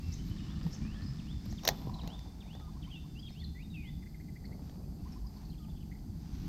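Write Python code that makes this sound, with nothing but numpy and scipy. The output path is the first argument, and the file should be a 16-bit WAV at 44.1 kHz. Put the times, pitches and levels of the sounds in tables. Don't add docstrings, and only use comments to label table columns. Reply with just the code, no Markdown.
import sys
import numpy as np
from scipy import signal
from scipy.fft import rfft, irfft
from scipy.io import wavfile
from scipy.ndimage import uniform_filter1d

SR = 44100
rng = np.random.default_rng(int(sys.argv[2]) if len(sys.argv) > 2 else 0)


def dump_mix(stems):
    frames = np.atleast_2d(stems).T
    limited = np.clip(frames, -1, 1)
    pcm = np.round(limited * 32767).astype(np.int16)
    wavfile.write(sys.argv[1], SR, pcm)


N = 285768
TIME = np.arange(N) / SR
BITE_S = 1.68


def amp(db):
    return 10 ** (np.asarray(db) / 20)


def unit(x):
    return x / np.sqrt(np.mean(x ** 2) + 1e-20)


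def level(rows):
    s, db = np.transpose(rows)
    outside = np.maximum(s[0] - TIME, 0) + np.maximum(TIME - s[-1], 0)
    return amp(np.interp(TIME, s, db)) * np.exp(-outside / 0.0089)


def held(full_s, fade_s, attack_s, release_s):
    rise = np.maximum(full_s - TIME, 0) / attack_s
    fall = np.maximum(TIME - fade_s, 0) / release_s
    return np.exp(-rise - fall)


def swell(s, length):
    return np.exp(-(2 * (TIME - s) / length) ** 2)


def read(points, hz):
    point_hz, db = np.transpose(points)
    f = np.log2(point_hz)
    octave = np.log2(hz + 1)
    outside = np.maximum(f[0] - octave, 0) + np.maximum(octave - f[-1], 0)
    return np.interp(octave, f, db) - 40 * outside


def colour(x, points):
    gain = amp(read(points, np.fft.rfftfreq(len(x), 1 / SR)))
    return unit(irfft(rfft(x) * gain, len(x)))


def resonate(x, modes):
    hz = np.fft.rfftfreq(N, 1 / SR)
    body = sum(amp(db) / (1 + 1j * (hz - f) / width) ** 2 for f, width, db in modes)
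    return unit(irfft(rfft(x) * body, N))


def causal(points):
    size = 4096
    db = read(points, abs(np.fft.fftfreq(size, 1 / SR)))
    log_gain = np.log(amp(np.maximum(db, -80)))
    return unit(np.fft.ifft(np.exp(np.conj(signal.hilbert(log_gain)))).real) / np.sqrt(size)


def noise():
    return rng.standard_normal(N)


def grains(rate, spread_db):
    snaps = rng.random(N) < rate / SR
    size = amp(spread_db * np.minimum(rng.exponential(1, N), 4))
    return unit(noise() * snaps * size)


def drift(rate):
    lowpass = np.exp(-(np.fft.rfftfreq(N, 1 / SR) / rate) ** 2)
    return unit(irfft(rfft(noise()) * lowpass, N))


def add(mix, s, sound):
    part = mix[max(round(s * SR), 0):][:len(sound)]
    part += sound[:len(part)]


def whistle(hz, rough, waver=0.0083, flicker_db=2.0):
    wobble, flicker = (unit(uniform_filter1d(rng.standard_normal(len(hz)), size=size)) for size in (150, 300))
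    lowpass = signal.butter(2, 0.12 * hz.mean(), fs=SR)
    rasp = signal.lfilter(*lowpass, rng.standard_normal((2, len(hz))))
    rough = np.clip(rough, 0, 1)
    swing = np.sqrt(1 - rough) + np.sqrt(rough / 2) * (unit(rasp[0]) + 1j * unit(rasp[1]))
    turns = np.cumsum(hz * (1 + waver * wobble)) / SR
    tone = (swing * np.exp(2j * np.pi * turns)).imag
    return np.sqrt(2) * unit(amp(flicker_db * flicker)) * tone


def chirps(rows, length, rough):
    song, u = np.zeros(N), np.linspace(-.5, .5, int(length * SR))
    fade = signal.windows.tukey(len(u), .6)
    for s, hz, db, octaves in rows:
        add(song, s - length / 2, amp(db) * fade * whistle(hz * 2 ** (octaves * u), rough))
    return song


def trees(song, t60, onset):
    t = TIME[:SR]
    taps = rng.standard_normal(SR) * amp(-60 * t / t60) * (1 - np.exp(-t / onset))
    return signal.fftconvolve(song, taps / np.linalg.norm(taps))[:N]


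def spool(start_hz=140, stop_hz=45, flutter=0.1, sag_db_per_s=-0.8, waver_db=1.24):
    # frequency in Hz, density in dB per Hz
    whir = [(240, -37), (400, -20), (784, -6), (1190, -5.5), (1420, -10), (1780, -10), (2180, -7),
            (2820, -10.5), (3100, -12), (5100, -2.5), (6860, -15.5), (7640, -14.5), (10000, -56),
            (13000, -66), (22000, -120)]
    turns = np.cumsum(np.interp(TIME, [0, BITE_S], [start_hz, stop_hz])) / SR
    peel = (noise() + 0.73 * grains(2300, 4.5)) * (1 + flutter * np.sin(2 * np.pi * turns))
    guide_modes = [(756, 410, 0.5), (1150, 270, 4.0), (1780, 140, 6.0), (2900, 980, -2.5)]
    guides = resonate(grains(3000, 4.6), guide_modes)
    spin = amp(-62.5 + sag_db_per_s * TIME) * held(0, fade_s=2.25, attack_s=1, release_s=0.1)
    flight = amp(-61.5) * held(full_s=0.51, fade_s=1, attack_s=0.22, release_s=0.34)
    return amp(waver_db * drift(3.4)) * (spin * colour(peel, whir) + flight * guides)


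def outdoors(rumble_trim_db=-1.0, air_db=-65.5, gust_db=1.5):
    # frequency in Hz, density in dB per Hz
    rumble_tint = [(11, -31.5), (18, -12), (48, -1), (67, -1), (100, -6), (119, -6.5), (145, -5.5),
                   (160, -3.5), (184, -5.5), (217, -6.5), (243, -13), (303, -15), (339, -23), (454, -37.5),
                   (500, -43.5), (650, -92), (1100, -120)]
    # time in seconds, level in dB before the trim
    rumble_ride = [(0, -41), (.3, -39), (.8, -38.5), (1.5, -40), (2.0, -42), (2.5, -45), (3.5, -44),
                   (4.6, -43), (6.25, -42.5), (6.48, -36.5)]
    # frequency in Hz, width in Hz, level in dB
    drone_bands = [(58.1, 3.4, -55.5), (159.4, 7.2, -55)]
    # frequency in Hz, density in dB per Hz
    air_tint = [(210, -28.5), (350, 0), (560, -14.5), (790, -8.5), (1030, -20), (1450, -21.5), (2800, -27),
                (4000, -21.5), (4750, -12.5), (5600, -23), (6350, -19), (6850, -25.5), (9200, -26),
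                (11000, -34.5)]
    gusts = noise() * amp(gust_db * drift(11.6))
    rumble = amp(rumble_trim_db) * level(rumble_ride) * colour(gusts, rumble_tint)
    drone = sum(amp(db) * resonate(noise(), [(hz, width, 0)]) for hz, width, db in drone_bands)
    return rumble + drone + amp(air_db) * colour(noise(), air_tint)


def insects(hz=7400, width_hz=220, db=-84):
    return amp(db) * resonate(noise(), [(hz, width_hz, 0)])


def top_hiss(hiss_db=-79):
    # frequency in Hz, density in dB per Hz
    hiss = [(10500, -70), (11400, -23.5), (11900, -5), (12600, -3), (14000, -1.5), (15700, -8.5)]
    # time in seconds, level in dB
    band_ride = [(0, -86), (3.3, -79), (4, -75.5), (5.2, -74.5), (6.48, -77)]
    band = resonate(noise(), [(11940, 350, 0)])
    return amp(hiss_db) * colour(noise(), hiss) + level(band_ride) * band


def rubs():
    # middle in seconds, length in seconds, fizz level in dB, low scuff level in dB
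    strokes = [(0.098, 0.27, -68, -69), (0.28, 0.082, -64.5, -86), (0.68, 0.1, -66, -55),
               (0.753, 0.046, -75, -60), (1.458, 0.011, -57, -54), (1.5, 0.054, -68, -63),
               (1.765, 0.32, -64, -56.5), (2.057, 0.049, -78, -62), (4.51, 0.15, -98, -62.5),
               (4.763, 0.53, -90, -61.5), (6.47, 0.25, -66.5, -70)]
    # frequency in Hz, density in dB per Hz
    fizz_tint = [(1500, -1), (4500, 6), (6500, -7), (8000, -12), (11000, -34), (12500, 6.5), (14500, -6),
                 (16000, -21)]
    fizz = colour(grains(2600, 2), fizz_tint)
    scuff = colour(grains(500, 0.53), [(250, 9.5), (520, 4), (760, -3.5), (1300, -12)])
    return sum(swell(s, length) * (amp(db) * fizz + amp(low_db) * scuff)
               for s, length, db, low_db in strokes)


def whistles(bend=2.1, rough=0.025, taper=0.43, echo_db=-11):
    # start in seconds, length in seconds, start pitch in Hz, end pitch in Hz, level in dB
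    glides = [(.01, .15, 2790, 2640, -67), (.08, 0.098, 2600, 1985, -72), (0.801, 0.19, 2330, 3760, -63),
              (0.958, 0.083, 1700, 1860, -62), (1.05, .075, 5020, 5330, -61), (2.592, .11, 1304, 1210, -65),
              (2.839, 0.021, 3080, 3140, -57), (2.9, 0.095, 3510, 2670, -55.5),
              (3.147, .066, 2656, 3560, -59.5), (3.216, 0.082, 3430, 3220, -57),
              (3.308, .035, 5210, 5400, -67), (3.41, 0.034, 2430, 1860, -65),
              (3.542, .1, 1915, 3130, -60.5), (3.621, .05, 3820, 3650, -65.5),
              (3.697, .044, 3950, 3680, -63), (3.73, .1, 2855, 2430, -56.5), (3.805, .11, 2470, 2013, -61),
              (5.589, .08, 1270, 1203, -71)]
    song = np.zeros(N)
    for s, length, start, end, db in glides:
        u = np.linspace(0, 1, int(length * SR))
        climb = u if end > start else 1 - u
        hz = min(start, end) + abs(end - start) * climb ** bend
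        add(song, s, amp(db) * signal.windows.tukey(len(u), taper) * whistle(hz, rough))
    return song + amp(echo_db) * trees(song, t60=0.51, onset=0.0093)


def bumps():
    # middle in seconds, peak in dB, frequency in Hz, half length in seconds
    pushes = [(.078, -33, 84, 0.064), (.31, -30, 94, 0.021), (.666, -28.5, 163.4, 0.025),
              (1.11, -36.5, 135.4, 0.059), (1.49, -36.5, 115, 0.037), (1.72, -34, 158, 0.019),
              (1.884, -30.5, 123, 0.019), (3.48, -38.5, 73.4, 0.13), (5.24, -35.5, 51, 0.092)]
    out = np.zeros(N)
    for s, db, hz, half in pushes:
        t = np.arange(-half, half, 1 / SR)
        push = np.hanning(len(t)) * np.sin(2 * np.pi * (hz * t + rng.random()))
        add(out, s - half, amp(db) * push)
    return out


def chatter(count=5, note_s=.035, rise_octaves=0.085, spread_octaves=.09, echo_db=-3):
    # start in seconds, end in seconds, pitch in Hz, level in dB
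    bouts = [(.16, .58, 2900, -63), (0.046, 0.602, 3900, -66), (4.6, 5.5, 2600, -77.5)]
    rows = []
    for start, end, hz, db in bouts:
        for k in range(count):
            s = start + (end - start) * (k + rng.random()) / count
            pitch = hz * 2 ** (spread_octaves * rng.standard_normal())
            rows.append((s, pitch, db, rise_octaves))
    song = chirps(rows, note_s, rough=.2)
    return song + amp(echo_db) * trees(song, t60=0.44, onset=0.011)


def high_birds(echo_db=-4.0):
    # middle in seconds, pitch in Hz, level in dB
    zip_rows = [(.132, 5780, -52.5), (.722, 5930, -61), (0.74, 5750, -52.5), (1.034, 4700, -60),
                (1.51, 5900, -58)]
    # middle in seconds, pitch in Hz, level in dB
    chip_rows = [(1.792, 4140, -64), (1.946, 4040, -51.5), (2.018, 3910, -53), (3.198, 4870, -57),
                 (3.295, 4250, -60), (3.405, 4300, -58.5), (3.445, 4160, -49.5), (4.458, 4430, -56),
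                 (5.127, 5350, -61), (5.273, 4900, -60), (5.37, 4420, -64), (5.455, 4410, -63),
                 (5.505, 4180, -63), (5.585, 3470, -68)]
    zips = chirps([(s, hz, db, 0.54) for s, hz, db in zip_rows], length=0.037, rough=.45)
    chips = chirps([(s, hz, db, -0.16) for s, hz, db in chip_rows], length=.016, rough=.15)
    song = chips + zips + arches()
    return song + amp(echo_db) * trees(song, t60=0.5, onset=0.004)


def slurs(echo_db=-6, rough=0.081):
    # start in seconds, length in seconds, level in dB
    calls = [(0.373, .16, -62.5), (1.183, 0.15, -58.5), (1.575, 0.16, -56), (1.982, 0.18, -56),
             (2.402, 0.17, -58), (2.817, .165, -58), (3.261, 0.17, -57.5), (3.739, 0.17, -59)]
    # share of the length, pitch in Hz, level in dB
    shape = [(0, 3850, -6), (.04, 3650, 0), (.13, 2750, -4), (.23, 1900, -19), (.33, 2100, -17),
             (.6, 2750, -7), (.86, 3480, -1), (.93, 3580, -1), (1, 3580, -8)]
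    song = np.zeros(N)
    share, pitch, shape_db = np.transpose(shape)
    for s, length, db in calls:
        u = np.linspace(0, 1, int(length * SR))
        gain = amp(db + np.interp(u, share, shape_db)) * signal.windows.tukey(len(u), .07)
        add(song, s, gain * whistle(np.interp(u, share, pitch), rough))
    echo_tint = [(1500, 2), (3300, -1.5), (3600, 9), (4200, -1)]
    bright = amp(read(echo_tint, np.fft.rfftfreq(N, 1 / SR)))
    return song + amp(echo_db) * trees(irfft(rfft(song) * bright, N), t60=0.56, onset=0.008)


def clicks(crack_db=-8, push_db=-8, ring_db=-18, rattle_db=-25, rattle_s=0.016, tick_ms=2.53):
    # start in seconds, level in dB, treble tilt in dB per octave
    ticks = [(0.665, -38, -5.5), (1.526, -41, 1), (1.871, -33, -11), (1.964, -41, -13), (2.034, -33.5, -5),
             (2.0753, -33, -1), (2.192, -42, -1.5), (2.531, -46, -4), (2.551, -38, -4),
             (2.599, -38.5, -4.5), (3.305, -47.5, -2), (4.696, -44, -1.5), (5.988, -51, -3.5)]
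    # start in seconds, level in dB, decay in ms, treble tilt in dB per octave
    clacks = [(1.6355, -37, 1.0, 1), (1.6517, -21, 1.6, 1.5), (1.6757, -15, 1.7, 1), (1.6779, -8.5, 1.2, 1),
              (1.6882, -9.5, 1.8, .5)]
    # frequency in Hz, density in dB per Hz
    crack_tint = [(200, -14.5), (480, -4), (780, 1.5), (1350, -16), (1870, -4), (2300, -15), (3400, -10),
                  (4100, -2.5), (4900, -10), (6700, -9.5), (7900, -31), (11000, -38), (11900, -14.5),
                  (16000, -19)]
    # frequency in Hz, level in dB, T60 in seconds
    frame = [(382, -2, .16), (518, -7, .15), (589, -6, .15), (669, -7, .12), (779, -3, .15), (871, -8, .12),
             (1908, -6, .08), (3944, -1, .07), (4252, 0, .07), (4663, -2, .07), (5286, -3, .08),
             (5377, -3, .08), (6056, -4, .07)]
    out, t = np.zeros(N), np.arange(8192) / SR
    impacts = list(clacks) + [(s, db, tick_ms, tilt) for s, db, tilt in ticks]
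    for s, db, ms, tilt in impacts:
        decay = np.exp(-t * 1e3 / ms) + amp(rattle_db) * np.exp(-t / rattle_s)
        contact = rng.choice([-1, 1], len(t)) * decay
        contact[int(ms * SR / 2000)] += amp(push_db) * np.linalg.norm(contact)
        tilted = [(f, d + tilt * np.log2(f / 3000)) for f, d in crack_tint]
        crack = signal.fftconvolve(contact, causal(tilted))[:len(t)]
        ring = sum(amp(d + tilt * np.log2(f / 3000) - 60 * t / t60) * np.sin(2 * np.pi * f * t)
                   for f, d, t60 in frame)
        add(out, s, amp(db) * (amp(crack_db) * crack + amp(ring_db) * ring / abs(ring).max()))
    return out


def clutch():
    # time in seconds, level in dB
    scrape = [(1.635, -54.5), (1.655, -42), (1.672, -44.5), (1.69, -37)]
    return level(scrape) * resonate(grains(5700, 1.5), [(5640, 310, -3.5), (6200, 140, -5.0), (690, 400, -3.0)])


def gears(gear_trim_db=1, mesh_hz=85, slide=1.38, uneven_db=2.0, grip_db=3.5):
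    # time in seconds, level in dB before the trim
    effort = [(1.68, -59), (1.98, -64), (2.08, -53), (2.18, -67.5), (2.55, -63.5), (2.7, -70), (3.15, -78),
              (4.3, -80), (4.48, -70.5), (5.2, -70), (5.6, -71.5), (6.48, -70.5)]
    # frequency in Hz, density in dB per Hz
    gearbox = [(330, -4), (400, 0), (470, 1.5), (560, -2), (690, 6), (860, 6.5), (950, -4.5), (1050, -1.5),
               (1170, -9), (1600, -12), (2600, -26)]
    # middle in seconds, length in seconds, level in dB
    swishes = [(2.75, 1.7, -71), (4.692, 0.21, -69), (5.11, 0.2, -67.5), (5.41, 0.19, -68),
               (6.44, 0.52, -63.5)]
    teeth = np.cumsum(mesh_hz * (1 + .25 * drift(5))) / SR
    knocks = np.diff(np.floor(teeth), prepend=0) * amp(uneven_db * noise())
    purr = colour((unit(knocks) + slide * noise()) * amp(grip_db * drift(32)), gearbox)
    line_tint = [(900, 2.5), (1800, -2.5), (3200, -5.0), (4700, -2.0), (6300, -3.0), (8000, -30)]
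    sliding = colour(grains(3000, 0.7), line_tint)
    bite = amp(-40.5) * held(BITE_S, BITE_S, attack_s=.003, release_s=0.027)
    load = amp(gear_trim_db) * level(effort) + bite
    return load * purr + sum(amp(db) * swell(s, length) for s, length, db in swishes) * sliding


def grainy_purr(db=-58, fade_s=2.05, release_s=.12, flicker_db=2.5):
    grit = grains(1500, 1.9) * amp(flicker_db * drift(40))
    envelope = held(BITE_S, fade_s, .003, release_s)
    return amp(db) * envelope * resonate(grit, [(790, 84, -2), (977, 83, 0)])


def low_birds(echo_db=-10):
    # middle in seconds, level in dB
    coo_rows = [(2.688, -61), (2.766, -63), (2.879, -61), (3.05, -67), (5.064, -59.5), (5.168, -60.5),
                (5.256, -64), (5.372, -67), (5.44, -70)]
    # middle in seconds, level in dB, sweep in octaves
    pip_rows = [(4.032, -63, -0.22), (4.068, -60, .16), (4.152, -62.5, -0.28), (4.208, -61.5, 0.27),
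                (4.292, -64, -0.091), (4.366, -60.5, .4), (4.45, -60.5, 0.26), (4.526, -60.5, 0.28),
                (5.923, -60.5, 0.23), (5.957, -67.5, 0.31)]
    coo_hz, coo_octaves, pip_hz = 1020, .3, 2040
    pips = chirps([(s, pip_hz, db, octaves) for s, db, octaves in pip_rows], length=.025, rough=0.18)
    coos = chirps([(s, coo_hz, db, coo_octaves) for s, db in coo_rows], length=0.031, rough=0.1)
    return pips + coos + amp(echo_db) * trees(pips + coos, t60=.4, onset=0.0071)


def arches(rough=0.16, length=.046, db=-70.5, drop=1.15, peak_at=.38):
    # middle in seconds, peak pitch in Hz
    notes = [(5.534, 3230), (5.64, 3200), (5.705, 3560), (5.768, 3470), (5.82, 3080)]
    song, u = np.zeros(N), np.linspace(0, 1, int(length * SR))
    fade = signal.windows.tukey(len(u), .5)
    for s, hz in notes:
        pitch = hz * (1 - drop * (u - peak_at) ** 2)
        add(song, s - length / 2, amp(db) * fade * whistle(pitch, rough))
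    return song


def scene():
    reel = clicks() + clutch() + bumps() + spool() + gears() + grainy_purr() + rubs()
    pond = whistles() + slurs() + high_birds() + low_birds() + chatter() + insects() + outdoors()
    return np.array([reel + pond + top_hiss(), reel + pond + top_hiss()])


def record(dry, top_db=1.5, edge_hz=16000):
    # frequency in Hz, left leads by radians, left louder by dB
    port_rows = [(0, 0, 0), (6800, 0, 0), (8500, .1, 3), (10500, .1, 3.5), (11800, 1.1, 2),
                 (16000, 1.7, 1.8)]
    hz = np.fft.rfftfreq(N, 1 / SR)
    f, lead, louder = np.transpose(port_rows)
    side = np.array([[.5], [-.5]])
    lift = np.minimum(hz / 11500, 1) ** 4
    gain = amp(top_db * lift + side * np.interp(hz, f, louder))
    ports = gain * np.exp(1j * side * np.interp(hz, f, lead))
    wide = irfft(rfft(dry) * ports, N)
    lowpass = signal.firwin(201, edge_hz, window=("kaiser", 8), fs=SR)
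    return signal.oaconvolve(wide, lowpass[None], "same")


dry = scene()
out = record(dry)
dump_mix(out)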